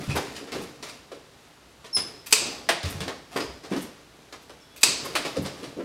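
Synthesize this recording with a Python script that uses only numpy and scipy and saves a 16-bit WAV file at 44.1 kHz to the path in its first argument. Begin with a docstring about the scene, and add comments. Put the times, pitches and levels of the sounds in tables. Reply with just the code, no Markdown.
"""A carton is scraped, bumped and scuffed close by in a small, hard workshop; hand snips squeak once on a strap.
Then two taut plastic straps part in loud bursts of cracks, and their loose ends slap the card.
Cracks and slaps are decaying noise coloured by strap, snips or card; knocks and thuds ring the box panels.
Scrapes, swishes and creaks are tiny random slips; whines are narrow noise and the squeak is a gliding tone.
The room answers with dense reflections over quiet air and a faint low hum."""
import sys
import numpy as np
from scipy import signal
from scipy.fft import rfft, irfft, next_fast_len
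from scipy.io import wavfile
from scipy.ndimage import uniform_filter1d

SR = 44100
rng = np.random.default_rng(int(sys.argv[2]) if len(sys.argv) > 2 else 0)


def unload_audio(sound):
    """Save the sound as a 16-bit wav file, at the path given as the first command line argument."""
    columns = np.transpose(np.atleast_2d(sound))
    # keep every value between -1 and 1, then stretch to whole-number steps
    steps = np.round(np.clip(columns, -1, 1) * 32767)
    wavfile.write(sys.argv[1], SR, steps.astype(np.int16))


N = 257716  # samples

# ringing of strap and snips: centre_hz, width_hz, level_db (relative)
SNIP_MODES = [(432, 13, 9.5), (1013, 320, 3), (2554, 330, 5), (3770, 170, 1.5), (4500, 430, 0),
              (4880, 330, 2), (6160, 600, -2.5), (7740, 260, -1), (8750, 300, -3), (13500, 390, -1)]
# carton panel resonances: centre_hz, width_hz, level_db (relative)
PANEL_MODES = [(90, 23, 4.5), (143.5, 28, 2.5), (214, 32, -5.5), (283, 39, -0.5), (363, 150, -8.5),
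               (459, 62, -3), (557, 31, -5), (650, 53, -7.5), (1100, 150, -4)]


def amp(db):
    """Amplitude ratio of a level in dB."""
    return 10 ** (np.asarray(db) / 20)


def unit(x):
    """x scaled to rms 1."""
    return x / np.sqrt(np.mean(x ** 2) + 1e-20)


def along(points, hz):
    """Values between (hz, value) points, joined by straight lines on a log frequency axis."""
    f, v = np.transpose(points)
    return np.interp(np.log(hz + 1), np.log(f + 1), v)


def filtered(x, response):
    """x times a response of frequency, without phase shift."""
    size = next_fast_len(len(x) + 8192)
    spectrum = rfft(x, size) * response(np.fft.rfftfreq(size, 1 / SR))
    return irfft(spectrum, size)[:len(x)]


def causal(x, response):
    """x through a minimum-phase filter of the given gain, which rings only after each blow."""
    size = 2 * next_fast_len(len(x) // 2 + 4096)
    gain = np.maximum(response(np.fft.rfftfreq(size, 1 / SR)), 1e-6)
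    cepstrum = irfft(np.log(gain), size)
    # folding the cepstrum onto positive time makes the filter causal
    cepstrum[1:size // 2] *= 2
    cepstrum[size // 2 + 1:] = 0
    return irfft(rfft(x, size) * np.exp(rfft(cepstrum)), size)[:len(x)]


def humps(modes, hz):
    """Gain of resonances that stand on a broad base."""
    power = 0.25
    for centre_hz, width_hz, level_db in modes:
        power = power + amp(level_db) ** 2 / (1 + (2 * (hz - centre_hz) / width_hz) ** 2)
    return np.sqrt(power)


def noise(response, size=N):
    """Coloured noise of rms 1."""
    return unit(filtered(rng.standard_normal(size), response))


def grains(response, rate, spread_db):
    """Tiny slips of uneven size at random moments (rate per second), coloured, rms 1."""
    moments = rng.random(N) < rate / SR
    sizes = rng.standard_normal(N) * amp(spread_db * rng.standard_normal(N))
    return unit(filtered(moments * sizes, response))


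def blow(start_s, level_db, rise_s, t60_s):
    """Envelope of one contact: a quick rise, then a steady decay."""
    t = np.arange(SR // 2) / SR
    shape = (1 - np.exp(-t / rise_s)) * amp(-60 * t / t60_s)
    return np.pad(amp(level_db) * shape / shape.max(), (round(start_s * SR), N))[:N]


def swell(start_s, level_db, rise_s, t60_s):
    """Envelope of a brushing contact: it eases in, then decays steadily."""
    t = np.arange(SR // 2) / SR
    rise = np.sin(np.pi / 2 * np.minimum(t / rise_s, 1)) ** 2
    decay = amp(-60 * np.maximum(t - rise_s, 0) / t60_s)
    return np.pad(amp(level_db) * rise * decay, (round(start_s * SR), N))[:N]


def stroke(start_s, length_s, level_db):
    """Envelope of one slide: it gets going, slows a little, and dies away when the push ends."""
    attack_s, sag_db_per_s, release_db_per_s = 0.013, 23.5, 107
    t = np.maximum(np.arange(N) / SR - start_s, 0)
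    fall_db = sag_db_per_s * t + release_db_per_s * np.maximum(t - length_s, 0)
    return (1 - np.exp(-t / attack_s)) * amp(level_db - fall_db)


def reflections(early_db, early_t60, late_db):
    """Bench and near walls answer first; the whole room builds up and each band dies at its own rate."""
    # decay of the room: hz, t60_s
    room_decay = [(100, 0.34), (500, 0.55), (2500, 0.53), (5000, 0.66), (8000, 0.45), (10500, 0.29),
                  (14000, 0.22)]
    hz, frame_s, cells = signal.stft(rng.standard_normal(SR), SR, nperseg=256)
    late_cells = cells * amp(-60 * frame_s / along(room_decay, hz)[:, None])
    late = signal.istft(late_cells, SR, nperseg=256)[1][:SR]
    t = np.arange(SR) / SR
    late = late * (1 - np.exp(-t / 0.0053))
    early = rng.standard_normal(SR) * amp(-60 * t / early_t60) * (t > .003)
    early = signal.lfilter([.75, .25], 1, early)  # a slightly softened treble
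    return amp(early_db) * early / np.linalg.norm(early) + amp(late_db) * late / np.linalg.norm(late)


def workshop(x, early_db, late_db, early_t60=0.12, count=3):
    """The sound is spread in turn over several sets of random reflections, for a dense, even room tail."""
    turn = np.arange(N) / SR / .012  # the sound crossfades to the next set of reflections every 12 ms
    out = x
    for k in range(count):
        share = np.sqrt(np.clip(1 - np.abs((turn + k) % count - 1), 0, 1))
        out = out + signal.fftconvolve(x * share, reflections(early_db, early_t60, late_db))[:N]
    return out


def room_tone():
    """Quiet air with a faint low hum, both made of filtered noise."""
    # still workshop air: hz, gain_db
    air_colour = [(15, -52), (25, -21), (64, -11.5), (157, -6), (185, -11), (515, -13), (1100, -15),
                  (1360, -14.5), (1790, -18), (2280, -18.5), (4020, -19.5), (11800, -32), (15900, -42.5)]
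    air = noise(lambda hz: amp(along(air_colour, hz)))
    hum = noise(lambda hz: 1 / (1 + ((hz - 62) / 4) ** 2))
    return amp(-55) * air + amp(-67.5) * hum


def rubbing():
    """Straps and sleeves slide over the card: fine scratching over a dull drag that rings the panels."""
    # slides over the card: start_s, length_s, drag_db, scrape_db (levels before the gains below)
    slide_rows = [(-0.05, 0.45, -36.5, -32), (0.512, 0.12, -34, -35), (0.83, 0.072, -49.5, -42),
                  (1.95, 0.19, -50.5, -47), (2.371, .15, -34, -32.5), (2.843, 0.24, -36.5, -37),
                  (3.309, 0.12, -39.5, -39), (3.691, 0.14, -37.5, -37), (4.845, 0.49, -34.5, -32),
                  (5.427, 0.46, -42.5, -42.5)]
    # dull drag: hz, gain_db
    drag_colour = [(60, -18), (130, -6), (380, -0.5), (700, -8.5), (1400, -20), (3000, -62)]
    # fine scratching: hz, gain_db
    scrape_colour = [(410, -14.5), (700, 4), (874, -2), (1180, -1), (1460, -3), (1920, -2.5), (5170, -7.5),
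                     (11200, -15.5), (15900, -27)]
    # the hands never rest entirely
    drag_level, scrape_level = amp(-57.5), amp(-55)
    for start_s, length_s, drag_db, scrape_db in slide_rows:
        drag_level = drag_level + stroke(start_s, length_s, drag_db)
        scrape_level = scrape_level + stroke(start_s, length_s, scrape_db)
    # the speed of a hand wavers
    uneven = amp(1.5 * noise(lambda hz: hz < 5.7))
    drag = grains(lambda hz: amp(along(drag_colour, hz)) * humps(PANEL_MODES, hz), rate=500, spread_db=2.5)
    scrape = grains(lambda hz: amp(along(scrape_colour, hz)), rate=4000, spread_db=4.0)
    return uneven * (amp(-5.5) * drag_level * drag + amp(-9.5) * scrape_level * scrape)


def swishes():
    """Embossed plastic brushes plastic: a brief, thin hiss of tiny slips."""
    # a strap edge runs along another strap: start_s, level_db
    swish_rows = [(0.148, -38), (0.608, -49), (2.89, -41), (3.355, -45), (3.762, -54), (3.808, -42),
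                  (5.04, -43), (5.275, -54), (5.412, -47)]
    centre_hz, width_hz = 10500, 3500
    speed = sum(swell(start_s, level_db, rise_s=.018, t60_s=.06) for start_s, level_db in swish_rows)
    return speed * grains(lambda hz: 1 / (1 + ((hz - centre_hz) / width_hz) ** 4), rate=8000, spread_db=3)


def whines():
    """Thin, hoarse whines where strap or blade binds: narrow bands of noise."""
    # whines of binding plastic: start_s, level_db, pitch_hz, width_hz, rise_s, t60_s
    whine_rows = [(0.088, -40.5, 2530, 150, 0.011, 0.23), (3.395, -40, 5070, 200, .008, 0.11),
                  (4.58, -67, 3410, 26, 0.065, 1), (4.602, -62, 5400, 70, 0.0091, 0.14)]
    out = np.zeros(N)
    for start_s, level_db, pitch_hz, width_hz, rise_s, t60_s in whine_rows:
        whine = noise(lambda hz: 1 / (1 + ((hz - pitch_hz) / width_hz) ** 2), size=SR // 2)
        out += blow(start_s, level_db, rise_s, t60_s) * np.resize(whine, N)
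    return out


def carton(push, slide, split_hz=1900):
    """A contact sounds the hollow carton below the split and rasps on its skin above it."""
    # cardboard: hz, gain_db
    card_colour = [(71, -48), (120, -6), (362, -0.5), (545, -8), (928, -12), (1050, -11), (1370, -14),
                   (1790, -12.5), (4480, -16.5), (4960, -15), (6220, -21), (9550, -25.5), (15900, -42)]
    low = lambda hz: 1 / np.sqrt(1 + (hz / split_hz) ** 4)
    bass_cut = lambda hz: 1 / np.sqrt(1 + (450 / (hz + 1)) ** 4)
    hollow = noise(lambda hz: amp(along(card_colour, hz)) * humps(PANEL_MODES, hz) * low(hz) * bass_cut(hz))
    rasp = grains(lambda hz: amp(along(card_colour, hz)) * np.sqrt(1 - low(hz) ** 2), rate=9000, spread_db=0)
    # the card catches and lets go unevenly
    catch = unit(amp(3.8 * noise(lambda hz: hz < 120)))
    return push * hollow + slide * rasp * catch


def touches():
    """Knocks start almost at once; scuffs swell as the glove or strap gains speed."""
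    # snips and gloves knock the box: start_s, hollow_db, rasp_db (levels before the gains below)
    knock_rows = [(0.519, -30.5, -31.5), (0.826, -36, -34.5), (1.115, -39, -44), (1.842, -41.5, -40),
                  (1.966, -31, -28.5), (2.83, -34, -34), (3.004, -27.5, -30), (3.079, -26.5, -38),
                  (3.36, -21.5, -30.5), (3.398, -31, -33.5), (4.325, -38, -41), (4.495, -41.5, -49),
                  (5.249, -26.5, -28.5)]
    # gloves and straps scuff the card: start_s, hollow_db, rasp_db (levels before the gains below)
    scuff_rows = [(0.084, -33, -34.5), (0.146, -22.5, -29), (0.342, -68, -39.5), (0.46, -38.5, -47),
                  (0.536, -34.5, -50), (0.874, -64, -41.5), (2.846, -52, -35.5), (3.626, -38.5, -42.5),
                  (3.706, -29, -43.5), (3.743, -44, -40.5), (5.037, -32.5, -40), (5.349, -35.5, -37.5),
                  (5.438, -33, -35.5), (5.62, -39.5, -41), (5.785, -37, -67)]
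    push, slide = np.zeros(N), np.zeros(N)
    for envelope, rise_s, rows in [(blow, 0.001, knock_rows), (swell, 0.024, scuff_rows)]:
        for start_s, hollow_db, rasp_db in rows:
            push += envelope(start_s, hollow_db, rise_s, t60_s=0.13)
            slide += envelope(start_s, rasp_db, rise_s, t60_s=0.13)
    return carton(amp(-3) * push, amp(-2.5) * slide)


def thuds(sharpness=2.46):
    """Soft blows ring the panel modes near their own pitch; after each the box rocks back, softer and deeper."""
    # the box shifts and thuds on the bench: start_s, level_db (before the final gain), centre_hz
    thud_rows = [(0.0, -36, 183), (0.078, -22, 132), (0.41, -35.5, 377), (0.56, -31, 362),
                 (1.117, -34, 450), (1.97, -39, 175), (2.695, -32, 273), (2.836, -27.5, 115),
                 (2.944, -32, 118), (3.009, -34.5, 160), (3.358, -28.5, 336), (3.47, -43.5, 75),
                 (3.712, -22.5, 276), (3.764, -29.5, 255), (5.364, -20.5, 383), (5.381, -26.5, 170),
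                 (5.445, -40, 159), (5.625, -33.5, 337), (5.767, -32.5, 343), (5.787, -24.5, 370)]
    rock_s, rock_db, rock_pitch = 0.0413, -11.5, 0.78  # delay, level and pitch ratio against the first blow
    rise_cycles = 1.07  # deeper thuds swell more slowly
    ref_t60_s, ref_hz, damping = 0.15, 200, 0.32  # higher thuds die sooner, by this exponent
    rocks = [(start_s + rock_s, db + rock_db, centre_hz * rock_pitch) for start_s, db, centre_hz in thud_rows]
    out = np.zeros(N)
    for start_s, level_db, centre_hz in thud_rows + rocks:
        band = lambda hz: 1 / (1 + (sharpness * np.log((hz + 1) / centre_hz)) ** 4)
        ring = noise(lambda hz: band(hz) * humps(PANEL_MODES, hz), size=SR // 2)
        # the strength of a blow stays even while its modes beat
        ring = ring / np.sqrt(np.abs(uniform_filter1d(ring ** 2, size=1100)) + 0.017)
        t60_s = ref_t60_s * (ref_hz / centre_hz) ** damping
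        out += blow(start_s, level_db, rise_cycles / centre_hz, t60_s) * np.resize(ring, N)
    return amp(-2.5) * out


def straining():
    """Strap fibres creak under the closing jaws and faintly ring the snips."""
    # the jaws strain a strap: start_s, level_db (before the final gain)
    strain_rows = [(2.261, -33.5), (2.307, -28.5), (4.416, -52), (4.76, -38.5), (4.808, -36)]
    force = sum(blow(start_s, level_db, rise_s=0.0083, t60_s=0.086) for start_s, level_db in strain_rows)
    # creaking fibres: hz, gain_db
    colour = [(800, -17), (2000, -5.5), (5000, -7.5), (9000, -5.5), (13000, -4.5), (16000, -15)]
    creak = grains(lambda hz: amp(along(colour, hz)) * humps(SNIP_MODES, hz), rate=4400, spread_db=4.0)
    return amp(-5.5) * force * creak


def squeak(start=1.928, stop=1.971, first_hz=5410, mid_hz=5240, last_hz=4850):
    """The blades slip on the plastic: a thin whistle that swells, roughens and sags as they bite."""
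    t = np.arange(N) / SR
    swell_s = [start, start + .005, start + .019, start + .023, stop - .002, stop]
    loudness = np.interp(t, swell_s, [0, .33, .33, 1, .9, 0])
    # the pitch falls throughout, faster towards the end; mid_hz lies partway down
    glide_s = [start, stop - .017, stop - .005, stop]
    pitch_hz = np.interp(t, glide_s, [first_hz, mid_hz, mid_hz - 130, last_hz])
    # the louder the whistle, the more its pitch trembles
    tremble = 1 + .012 * loudness * noise(lambda hz: hz < 600)
    phase = 2 * np.pi * np.cumsum(pitch_hz * tremble) / SR
    overtones = amp(-6) * np.sin(2 * phase) + amp(-32) * loudness * np.sin(3 * phase)
    return amp(-17.5) * loudness * (np.sin(phase) + loudness * overtones)


def crack(start_s, level_db, t60_s, pitch_hz, colour, room, stress_db=6, spread=0.14):
    """A decaying noise burst that favours one pitch, followed by its own reflections."""
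    burst = amp(level_db - 60 * np.arange(SR) / SR / t60_s) * rng.standard_normal(SR)
    stress = lambda hz: amp(stress_db / (1 + (np.log((hz + 1) / pitch_hz) / spread) ** 2))
    heard = causal(burst + np.linalg.norm(burst) * room, lambda hz: colour(hz) * stress(hz))
    return np.pad(heard, (round(start_s * SR), N))[:N]


def slaps():
    """A freed strap whips against the card; a flatter landing is duller."""
    # loose ends slap the carton: start_s, level_db (before the final gain), t60_s, pitch_hz, brightness_hz
    slap_rows = [(2.6894, -7, 0.0079, 1880, 5450), (2.692, -5, 0.014, 684, 4080),
                 (2.696, -16.5, 0.059, 1790, 2200), (5.1530, -13.5, 0.027, 2300, 8150),
                 (5.161, -16, 0.041, 1280, 6000)]
    # slapped card: hz, gain_db
    slap_colour = [(71, -30), (120, -51), (341, -8), (418, -13), (568, -6), (655, -5.5), (726, -8.5),
                   (1370, -11), (1790, -8), (4670, -10), (7170, -17), (8620, -11.5), (15900, -24.5)]
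    out = np.zeros(N)
    for start_s, level_db, t60_s, pitch_hz, bright_hz in slap_rows:
        colour = lambda hz: amp(along(slap_colour, hz)) / np.sqrt(1 + (hz / bright_hz) ** 2)
        room = reflections(early_db=-1.0, early_t60=0.12, late_db=-3.5)
        out += crack(start_s, level_db, t60_s, pitch_hz, colour, room)
    return amp(10.5) * out


def cuts():
    """The tension lets go in a few cracks, each at the pitch of the freed length, that ring strap and snips."""
    # a strap tears in quick steps: start_s, level_db (before the final gain), t60_s, strongest pitch_hz
    cut_rows = [(2.3254, -0.5, 0.013, 2850), (2.3263, -0.5, 0.012, 4870), (2.3286, 1, 0.022, 7760),
                (2.3343, -3.5, 0.02, 2580), (4.8321, 0, 0.016, 4270), (4.8346, 0.5, 0.022, 4500),
                (4.8365, -2, 0.034, 7900)]
    # parting strap: hz, gain_db
    strap_colour = [(100, -34), (250, -13.5), (450, -14.5), (800, -18), (1600, -13), (2600, -10.5),
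                    (5000, -9.5), (8000, -7.5), (10000, -10), (13000, -16.5), (16000, -25)]
    colour = lambda hz: amp(along(strap_colour, hz)) * humps(SNIP_MODES, hz)
    out = np.zeros(N)
    for start_s, level_db, t60_s, pitch_hz in cut_rows:
        room = reflections(early_db=-10.5, early_t60=0.075, late_db=-4.5)
        out += crack(start_s, level_db, t60_s, pitch_hz, colour, room)
    return amp(5.5) * out


def scene():
    """Everything sounds in the one room; the squeak and the low thuds reach the microphone more directly."""
    contacts = touches() + rubbing() + swishes() + straining() + whines()
    handling = workshop(contacts, early_db=-4.0, late_db=-5.5, count=6)
    bumps = workshop(thuds(), early_db=-7, late_db=-9.0, count=2)
    whistle = workshop(squeak(), early_db=-5, late_db=-13.5, early_t60=0.32, count=3)
    return (cuts() + slaps() + handling + bumps + whistle + room_tone())[None]


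def record(dry):
    """The loudest peaks flatten near full scale; a steep filter removes what lies above the band limit."""
    top_hz = 15900
    held = dry[0] / (1 + np.abs(dry[0] / 1.05) ** 6) ** (1 / 6)
    return filtered(held, lambda hz: 1 / np.sqrt(1 + (hz / top_hz) ** 320))[None]


dry = scene()
out = record(dry)
unload_audio(out)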